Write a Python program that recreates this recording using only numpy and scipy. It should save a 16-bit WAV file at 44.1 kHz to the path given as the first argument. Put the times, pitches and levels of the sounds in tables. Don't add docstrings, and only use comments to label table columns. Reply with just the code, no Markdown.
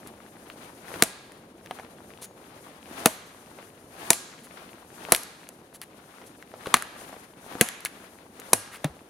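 import sys
import numpy as np
from scipy import signal
from scipy.fft import rfft, irfft
from scipy.io import wavfile
from scipy.ndimage import uniform_filter1d, minimum_filter1d

SR = 44100
rng = np.random.default_rng(int(sys.argv[2]) if len(sys.argv) > 2 else 0)


def pcm_store(signal):
    levels = np.round(np.clip(np.atleast_2d(signal), -1, 1) * 32767)
    wavfile.write(sys.argv[1], SR, levels.astype(np.int16).T)


N = 400869
T = np.arange(SR // 2) / SR


def amp(db):
    return np.exp(np.asarray(db) * np.log(10) / 20)


def unit(x):
    return x / np.sqrt(np.mean(x ** 2) + 1e-20)


def burst(x):
    return x / np.sqrt(np.sum(x ** 2) / (.02 * SR) + 1e-20)


def along(points, hz):
    f, v = np.transpose(points)
    return np.interp(np.log(hz + 1), np.log(f + 1), v)


def wobble(rate):
    knots = rng.standard_normal(4096)
    return np.interp(np.arange(N) * rate / SR, np.arange(len(knots)), knots)


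def colour(x, points):
    m = 4096
    cepstrum = irfft(np.log(amp(along(points, np.fft.rfftfreq(m, 1 / SR)))))
    cepstrum[1:m // 2] *= 2
    cepstrum[m // 2 + 1:] = 0
    return signal.oaconvolve(x, irfft(np.exp(rfft(cepstrum))))[:len(x)]


def ring(hz, t60):
    return np.sin(2 * np.pi * hz * T) * np.exp(-np.log(1000) * T / t60)


def fracture(spectrum, length, after_db, after_t60):
    snaps = np.exp(-(T / length) ** 4) + amp(after_db - 60 * T / after_t60)
    return burst(colour(snaps * rng.standard_normal(len(T)), spectrum))


def grains(times, sizes_db, hz, octaves, cycles):
    spread_octaves = octaves * rng.uniform(-1.7, 1.7, (len(times), 1))
    pitch = np.minimum(hz * 2 ** spread_octaves, 15000)
    k = np.arange(400)
    turns = pitch * k / SR
    waves = amp(sizes_db)[:, None] * np.sin(2 * np.pi * turns) * np.exp(-turns / cycles)
    waves = waves * (pitch / hz) ** .3
    places = (times * SR).astype(int)[:, None] + k
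    return np.bincount(places.ravel(), waves.ravel(), N)[:N]


def creases(count, hz, octaves, loudest_db=16):
    sizes_db = np.minimum(rng.exponential(6, count), loudest_db)
    return unit(grains(rng.uniform(0, N / SR, count), sizes_db, hz, octaves, cycles=0.82))


def add(track, s, sound):
    part = track[max(round(s * SR), 0):][:len(sound)]
    part += sound[:len(part)]


# pitch_hz, side_minus_mid_db
STEREO_WIDTH = [(60, -13), (200, -26.5), (380, -18), (700, -1.5), (1300, 3), (8000, 0), (15000, -0.5)]


def spread(mid, side, side_db):
    side = amp(side_db) * colour(side, STEREO_WIDTH)
    return np.array([mid + side, mid - side])


def echoes(hz, lag, spectrum, decay, rise):
    tail = amp(-120 * lag / along(decay, hz)[:, None]) * (1 - np.exp(-lag / rise)) ** 2
    return tail / tail.sum(1, keepdims=True) * amp(along(spectrum, hz))[:, None] ** 2


# pitch_hz, level_db
NEAR_SPECTRUM = [(60, -30.5), (700, 6), (3000, -8), (11000, 1), (15000, -6.5)]
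# pitch_hz, t60_s
UNDERGROWTH_DECAY = [(150, 0.12), (1500, 0.096), (9000, 0.27)]
# pitch_hz, level_db
FAR_SPECTRUM = [(80, -13.5), (400, -4.5), (1300, -2), (4000, -2), (7000, -5), (11000, -12.5),
                (16000, -14.5)]
# pitch_hz, t60_s
FOREST_DECAY = [(150, 0.47), (1200, 1.0), (4000, 0.93), (11000, 0.51)]


def scatter(x, near_db, far_db, side_db):
    hz, t, z = signal.stft(x, SR, nperseg=256)
    power = uniform_filter1d(np.abs(z) ** 2, size=9, axis=0)
    lag = t[t < 1]
    near = amp(near_db) ** 2 * echoes(hz, lag, NEAR_SPECTRUM, UNDERGROWTH_DECAY, rise=0.00089)
    far = amp(far_db) ** 2 * echoes(hz, lag, FAR_SPECTRUM, FOREST_DECAY, rise=0.024)
    level = np.sqrt(np.abs(signal.fftconvolve(power, near + far, axes=1)[:, :len(t)]))
    noise = signal.stft(rng.standard_normal((2, N)), SR, nperseg=256)[2]
    mid, side = signal.istft(level * noise / noise.std(), SR, nperseg=256)[1][:, :N]
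    return spread(mid, side, side_db)


WINDUP_LEAD_S, WINDUP_WIDTH_S, WINDUP_DB = .5, 0.14, -13
SWING_RISE_S, SWING_HOLD_S, SWING_STOP_S = 0.09, 0.079, .04
PULL_DELAY_S, PULL_WIDTH_S, PULL_DB = 0.31, 0.093, -16.5
RESTING_DB = -17
# centre_s, half_width_s, effort_db
EXTRA_MOVES = [(.03, 0.067, -14), (.66, 0.074, -9.5), (1.77, 0.11, -12.5), (2.06, 0.12, -14.5),
               (7.05, 0.087, -9.5)]


def effort():
    t = np.arange(N) / SR
    moves, power = list(EXTRA_MOVES), amp(RESTING_DB) ** 2
    for s, swing_db, *_ in BLOWS:
        moves.append((s - WINDUP_LEAD_S, WINDUP_WIDTH_S, WINDUP_DB))
        moves.append((s + PULL_DELAY_S, PULL_WIDTH_S, PULL_DB))
        early = np.maximum(s - SWING_HOLD_S - t, 0)
        late = np.maximum(t - s, 0)
        power = power + (amp(swing_db) * np.exp(-early / SWING_RISE_S - late / SWING_STOP_S)) ** 2
    for s, width, db in moves:
        power = power + amp(db) ** 2 * np.exp(-((t - s) / width) ** 2)
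    return 10 * np.log10(power)


def cloth(spectrum, flutter_db, side_db):
    mid, side = (unit(colour(noise, spectrum)) for noise in rng.standard_normal((2, N)))
    return spread(mid, side, side_db) * amp(flutter_db * wobble(45))


# (dB in a full swing, dB gained per dB of effort)
FLAPPING, RUSTLING, SWISHING = (-46, 1.15), (-44.5, 1.059), (-49.5, 0.97)
# time_s, level_db
WOOD_AIR = [(0, -51), (2.6, -52.5), (5.5, -54.5), (9.09, -55.5)]
# pitch_hz, level_db (per Hz)
FLAP_SPECTRUM = [(25, -28.5), (60, -5), (120, -2.5), (230, 2), (500, -2), (800, -8), (1600, -26.5),
                 (4000, -60.5)]
# pitch_hz, level_db (per Hz)
RUSTLE_SPECTRUM = [(300, -18), (750, 2.5), (1500, -2.5), (2500, -7.5), (4000, -10.5), (8000, -24.5)]
# pitch_hz, level_db (per Hz)
SWISH_SPECTRUM = [(1500, -24), (4000, -8), (6500, 1), (7900, -2.5), (9300, 5.5), (11000, 2.5), (13000, -2),
                  (16000, -15)]
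# pitch_hz, left_minus_right_db
ARM_LEFTWARD = [(700, 0), (1300, 7), (2400, 11.5), (4400, 11), (8000, 5.5), (15000, 0.5)]


def sleeve():
    effort_db = effort() + 1.0 * wobble(4.5)
    voices = (FLAPPING, RUSTLING, SWISHING)
    flap, rustle, swish = (amp(db + growth * effort_db) for db, growth in voices)
    air = amp(np.interp(np.arange(N) / SR, *np.transpose(WOOD_AIR)))
    low_folds = amp(-7.5) * creases(count=500, hz=503, octaves=0.65)
    low = np.hypot(flap, air) * (cloth(FLAP_SPECTRUM, flutter_db=0.9, side_db=-8.0) + low_folds)
    folds = amp(-2.0) * creases(count=650, hz=1300, octaves=.7, loudest_db=16.5)
    middle = rustle * (cloth(RUSTLE_SPECTRUM, flutter_db=2.5, side_db=-1.5) + folds)
    high = swish * cloth(SWISH_SPECTRUM, flutter_db=2.16, side_db=-0.5)
    left, right = low + middle + high
    left = colour(left, [(hz, db / 3) for hz, db in ARM_LEFTWARD])
    right = colour(right, [(hz, db / 3 - db) for hz, db in ARM_LEFTWARD])
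    return np.array([left, right])


TWIGS_DB = -58


def twigs():
    return amp(TWIGS_DB + effort() / 2) * creases(count=70, hz=750, octaves=.7, loudest_db=3.5)


KNOCK_T60_S = 0.053
# start_s, level_db, pitch_hz
DULL_KNOCKS = [(.917, -47.5, 490), (.940, -45.5, 1500), (.959, -42.5, 352), (1.71, -40.5, 744),
               (1.788, -46.5, 790), (1.797, -47, 754), (2.911, -48.5, 295), (3.587, -47.5, 517),
               (5.086, -42.5, 600), (6.216, -54, 900), (6.539, -48, 636), (6.659, -41.5, 1100),
               (6.671, -39, 450), (7.127, -49, 616), (7.164, -49.5, 493), (7.553, -43, 278),
               (7.857, -39.5, 1690), (8.394, -53, 467)]


def knocks():
    out = np.zeros(N)
    for s, db, hz in DULL_KNOCKS:
        hollow = [(hz / 3, -12), (hz, 0), (hz * 2, -4), (hz * 8, -26), (hz * 20, -45)]
        crunch = fracture(hollow, length=0.00097, after_db=-3.5, after_t60=KNOCK_T60_S)
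        note = burst(ring(hz, KNOCK_T60_S / 2))
        add(out, s, amp(db) * (note + amp(1.5) * crunch))
    return out


# start_s, woody_db, bright_db
CHIP_HITS = [(0.0735, -79.5, -50), (0.5, -46, -70), (1.036, -46.5, -27), (1.3205, -68, -58),
             (1.6604, -50.5, -62), (1.71, -42, -54), (3.0717, -39, -34), (4.1320, -37.5, -29.5),
             (5.1485, -31, -27), (5.1622, -46, -33), (5.234, -70, -43), (5.4896, -59, -46.5),
             (5.816, -52, -42.5), (6.4254, -49, -66.5), (6.6692, -43.5, -52), (6.769, -37, -41),
             (6.8233, -37.5, -39), (7.6877, -41, -37), (7.8056, -60, -51), (7.8505, -41.5, -31.5),
             (7.8582, -34.5, -43), (8.3989, -61.5, -48), (8.8447, -38.5, -38)]
# pitch_hz, level_db (per Hz)
CRACK_SPECTRUM = [(500, -29), (1200, -2), (2100, -1), (3200, -7), (4500, -13.5), (8000, -25)]
# pitch_hz, level_db (per Hz)
TICK_SPECTRUM = [(2000, -14), (4000, -6), (5200, -9.5), (7000, -6), (8000, -7.5), (10500, 1), (12500, -10),
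                 (16000, -16.5)]


def chips():
    out = np.zeros(N)
    for s, woody_db, bright_db in CHIP_HITS:
        woody = fracture(CRACK_SPECTRUM, length=.001, after_db=-10, after_t60=.025)
        bright = fracture(TICK_SPECTRUM, length=.0008, after_db=-14, after_t60=.025)
        add(out, s, amp(woody_db) * woody + amp(bright_db) * bright)
    return out


EDGE_HZ, EDGE_T60_S = 6675, .28
# start_s, length_s, hiss_db, woody_rasp_db, edge_note_db
SCRAPES_AND_RUSTLE = [(0.065, 0.026, -52.5, -67, -75), (2.213, 0.048, -41, -61, -54),
                      (4.431, 0.038, -51, -63, -75), (5.737, 0.035, -47.5, -61, -76),
                      (5.814, 0.028, -48, -47, -68), (6.26, .025, -51, -67.5, -72),
                      (7.85, 0.024, -41, -45, -66), (8.395, 0.013, -48.5, -52, -72),
                      (8.716, 0.062, -50.5, -46.5, -75)]


def scrapes():
    out = np.zeros(N)
    for s, length, hiss_db, rasp_db, edge_db in SCRAPES_AND_RUSTLE:
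        stroke = np.sqrt(np.abs(np.sin(np.pi * np.minimum(T / length, 1))))
        slips = rng.standard_normal(len(T)) * amp(6 * rng.standard_normal(len(T)))
        hiss = amp(hiss_db) * unit(colour(slips, TICK_SPECTRUM))
        rasp = amp(rasp_db) * unit(colour(slips, CRACK_SPECTRUM))
        add(out, s, stroke * (hiss + rasp))
        add(out, s + length / 2, amp(edge_db) * ring(EDGE_HZ, EDGE_T60_S))
    return out


FALL_START_S, FALL_LENGTH_S, FALL_DB = 8.56, 0.27, -53


def fall():
    u = np.clip((np.arange(N) / SR - FALL_START_S) / FALL_LENGTH_S, 0, 1)
    return amp(FALL_DB) * np.sin(np.pi * u) * creases(count=5000, hz=1390, octaves=0.53, loudest_db=12)


# pitch_hz, level_db, t60_s, swell_s
THUD_MODES = [(67.7, -38, .13, 0.081), (151, -4, 0.057, 0.011), (280, -12, 0.044, 0.0063),
              (620, -13, 0.018, 0.0013), (725, -22, 0.02, 0.001)]


def thud():
    out = np.zeros(N)
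    push = sum(amp(db) * ring(hz, t60) * (1 - np.exp(-(T / swell) ** 2))
               for hz, db, t60, swell in THUD_MODES)
    litter = amp(-33.5) * fracture(RUSTLE_SPECTRUM, length=0.0048, after_db=3, after_t60=0.095)
    add(out, 8.843, push + litter)
    settling = amp(-32) * ring(hz=70, t60=0.091) * (1 - np.exp(-T / .01))
    add(out, 8.895, settling)
    return out


def stump():
    out = np.zeros(N)
    hum = amp(-36.5) * ring(hz=103, t60=0.24)
    bending = sum(amp(db) * ring(hz, t60) for hz, db, t60 in BLADE_MODES[:3])
    add(out, BLOWS[-1][0], hum + amp(-51) * bending)
    return out


def whoosh(length, start_hz, end_hz):
    u = np.linspace(0, 1, round(length * SR))
    eddies = unit(colour(rng.standard_normal(len(u)), [(180, -2), (500, -20.5), (2000, -59.5)]))
    phase = 2 * np.pi * np.cumsum(start_hz + (end_hz - start_hz) * u) / SR
    return unit(eddies * np.sin(phase)) * u


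def spray(count, life):
    times = np.minimum(rng.exponential(life, count), .4)
    sizes_db = np.clip(rng.normal(0, 6, count), -12, 9) - 60 * times / 0.065
    return burst(grains(times, sizes_db, hz=9000, octaves=0.36, cycles=1.9)[:len(T)])


def splinters(count, life):
    times = np.minimum(rng.exponential(life, count), .4)
    sizes_db = np.clip(rng.normal(0, 4, count), -8, 6) - 60 * times / .3
    return burst(grains(times, sizes_db, hz=2400, octaves=.9, cycles=0.62)[:len(T)])


# pitch_hz, level_db, t60_s
BLADE_MODES = [(814, -6.5, 0.43), (1176, -3.5, 0.47), (1636, -7, 0.98), (2440, -6, 0.54), (2840, -8, 0.68),
               (3200, -11, 0.47), (4230, -7, .45), (6710, -1.5, .35), (7050, -3.5, 0.28),
               (9800, -2.5, 0.44), (10570, -3.5, .35)]


def steel():
    return sum(amp(db + rng.normal(0, 2.4)) * ring(hz, t60) for hz, db, t60 in BLADE_MODES)


STEM_FOCUS_DB = 6.5
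# pitch_hz, level_db, t60_s
STEM_MODES = [(111, -15.5, 0.021), (161, -7.5, 0.035), (236, 0, 0.067), (336, 6, 0.026), (456, 6, .028),
              (649.5, -2, 0.096)]
# pitch_hz, gain_db
STEM_RADIATION = [(30, -40), (70, -16), (130, -1.5), (220, 1.5), (2000, 3)]


def stem(favoured_hz):
    detune = 1 + rng.normal(0, .04, len(STEM_MODES))
    modes = 0
    for (hz, db, t60), k in zip(STEM_MODES, detune):
        loss_db = STEM_FOCUS_DB * abs(np.log2(hz / favoured_hz))
        modes = modes + amp(db + rng.normal(0, 1.1) - loss_db) * ring(hz * k, t60)
    return burst(colour(modes, STEM_RADIATION))


WHOOSH_DB, SPRAY_DB, RING_DB = -44, -35, -47
# start_s, arm_swing_db, stem_knock_db, strongest_stem_pitch_hz, wood_crack_db,
# crack_pitch_ratio, fibre_tearing_db, notch_pitch_hz, notch_db, notch_t60_s, bite_length_s, splintering_db
BLOWS = [(1.023, -1, -22, 382, -18.5, 0.85, -15.5, 714, -26, .025, 0.0022, -42),
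         (3.058, 1, -18, 398, -16, 0.92, -14.5, 800, -22.5, 0.016, .0025, -43),
         (4.104, -2, -24.5, 480, -19.5, 0.89, -9.5, 939, -23, 0.023, 0.0024, -37),
         (5.121, -2, -23, 435, -17.5, 0.89, -10, 692, -18, 0.026, .003, -29.5),
         (6.741, -3, -31, 140, -15, 0.85, -18, 1190, -19.5, 0.0094, 0.0028, -33),
         (7.611, -3, -20.5, 230, -12.5, 1.09, -10.5, 440, -23.5, 0.017, 0.0023, -40),
         (8.532, -7.5, -25, 430, -20.5, 0.79, -12.5, 640, -20.5, 0.0069, .0039, -45)]
# pitch_hz, level_db (per Hz)
TEAR_SPECTRUM = [(2000, -26.5), (4000, -3), (5200, -7), (7000, 0.5), (8000, -4), (9300, 2), (11000, 2),
                 (12300, -7.5), (16000, -19)]


def chops():
    out = np.zeros(N)
    for (s, swing_db, knock_db, stem_hz, crack_db, ratio, tear_db,
         notch_hz, notch_db, notch_t60, bite, splinter_db) in BLOWS:
        swing = amp(WHOOSH_DB + swing_db) * whoosh(length=0.061, start_hz=498, end_hz=1178)
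        add(out, s - len(swing) / SR, swing)
        add(out, s + .002, amp(knock_db) * stem(stem_hz))
        notch = burst(colour(ring(notch_hz, notch_t60), [(100, -18.5), (500, -1)]))
        add(out, s, amp(notch_db) * notch)
        crack_spectrum = [(hz * ratio, db) for hz, db in CRACK_SPECTRUM]
        add(out, s, amp(crack_db) * fracture(crack_spectrum, bite, after_db=-8.5, after_t60=0.037))
        add(out, s, amp(tear_db) * fracture(TEAR_SPECTRUM, bite, after_db=-13.5, after_t60=.03))
        add(out, s + .005, amp(SPRAY_DB) * spray(count=140, life=.04))
        add(out, s + .01, amp(splinter_db) * splinters(count=160, life=.035))
        add(out, s, amp(RING_DB) * steel())
    return out


def scene():
    dry = chops() + chips() + knocks() + twigs() + scrapes() + stump() + fall() + thud()
    t = T[:2048]
    ground = rng.standard_normal(len(t)) * np.exp(-t / .003)
    side = signal.oaconvolve(dry, ground / np.linalg.norm(ground))[:N]
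    direct = spread(dry, side, side_db=-14) * amp([[.8], [-.8]])
    return direct + scatter(dry, near_db=-19.0, far_db=-20, side_db=-4.0) + sleeve()


def limiter(x, ceiling, hold):
    needed = np.minimum(1, ceiling / (np.abs(x).max(0) + 1e-9))
    size = 2 * round(hold * SR / 2) + 1
    held = minimum_filter1d(needed, size, origin=size // 2)
    return x * uniform_filter1d(held, size=16)


TOP_HZ = 15800


def record(dry):
    lean = signal.sosfilt(signal.butter(1, 60, "high", fs=SR, output="sos"), dry)
    limited = limiter(lean, ceiling=1.77, hold=0.0018)
    clipped = limited / (1 + np.abs(limited / .97) ** 8) ** (1 / 8)
    return signal.sosfilt(signal.butter(20, TOP_HZ, fs=SR, output="sos"), clipped)


dry = scene()
out = record(dry)
pcm_store(out)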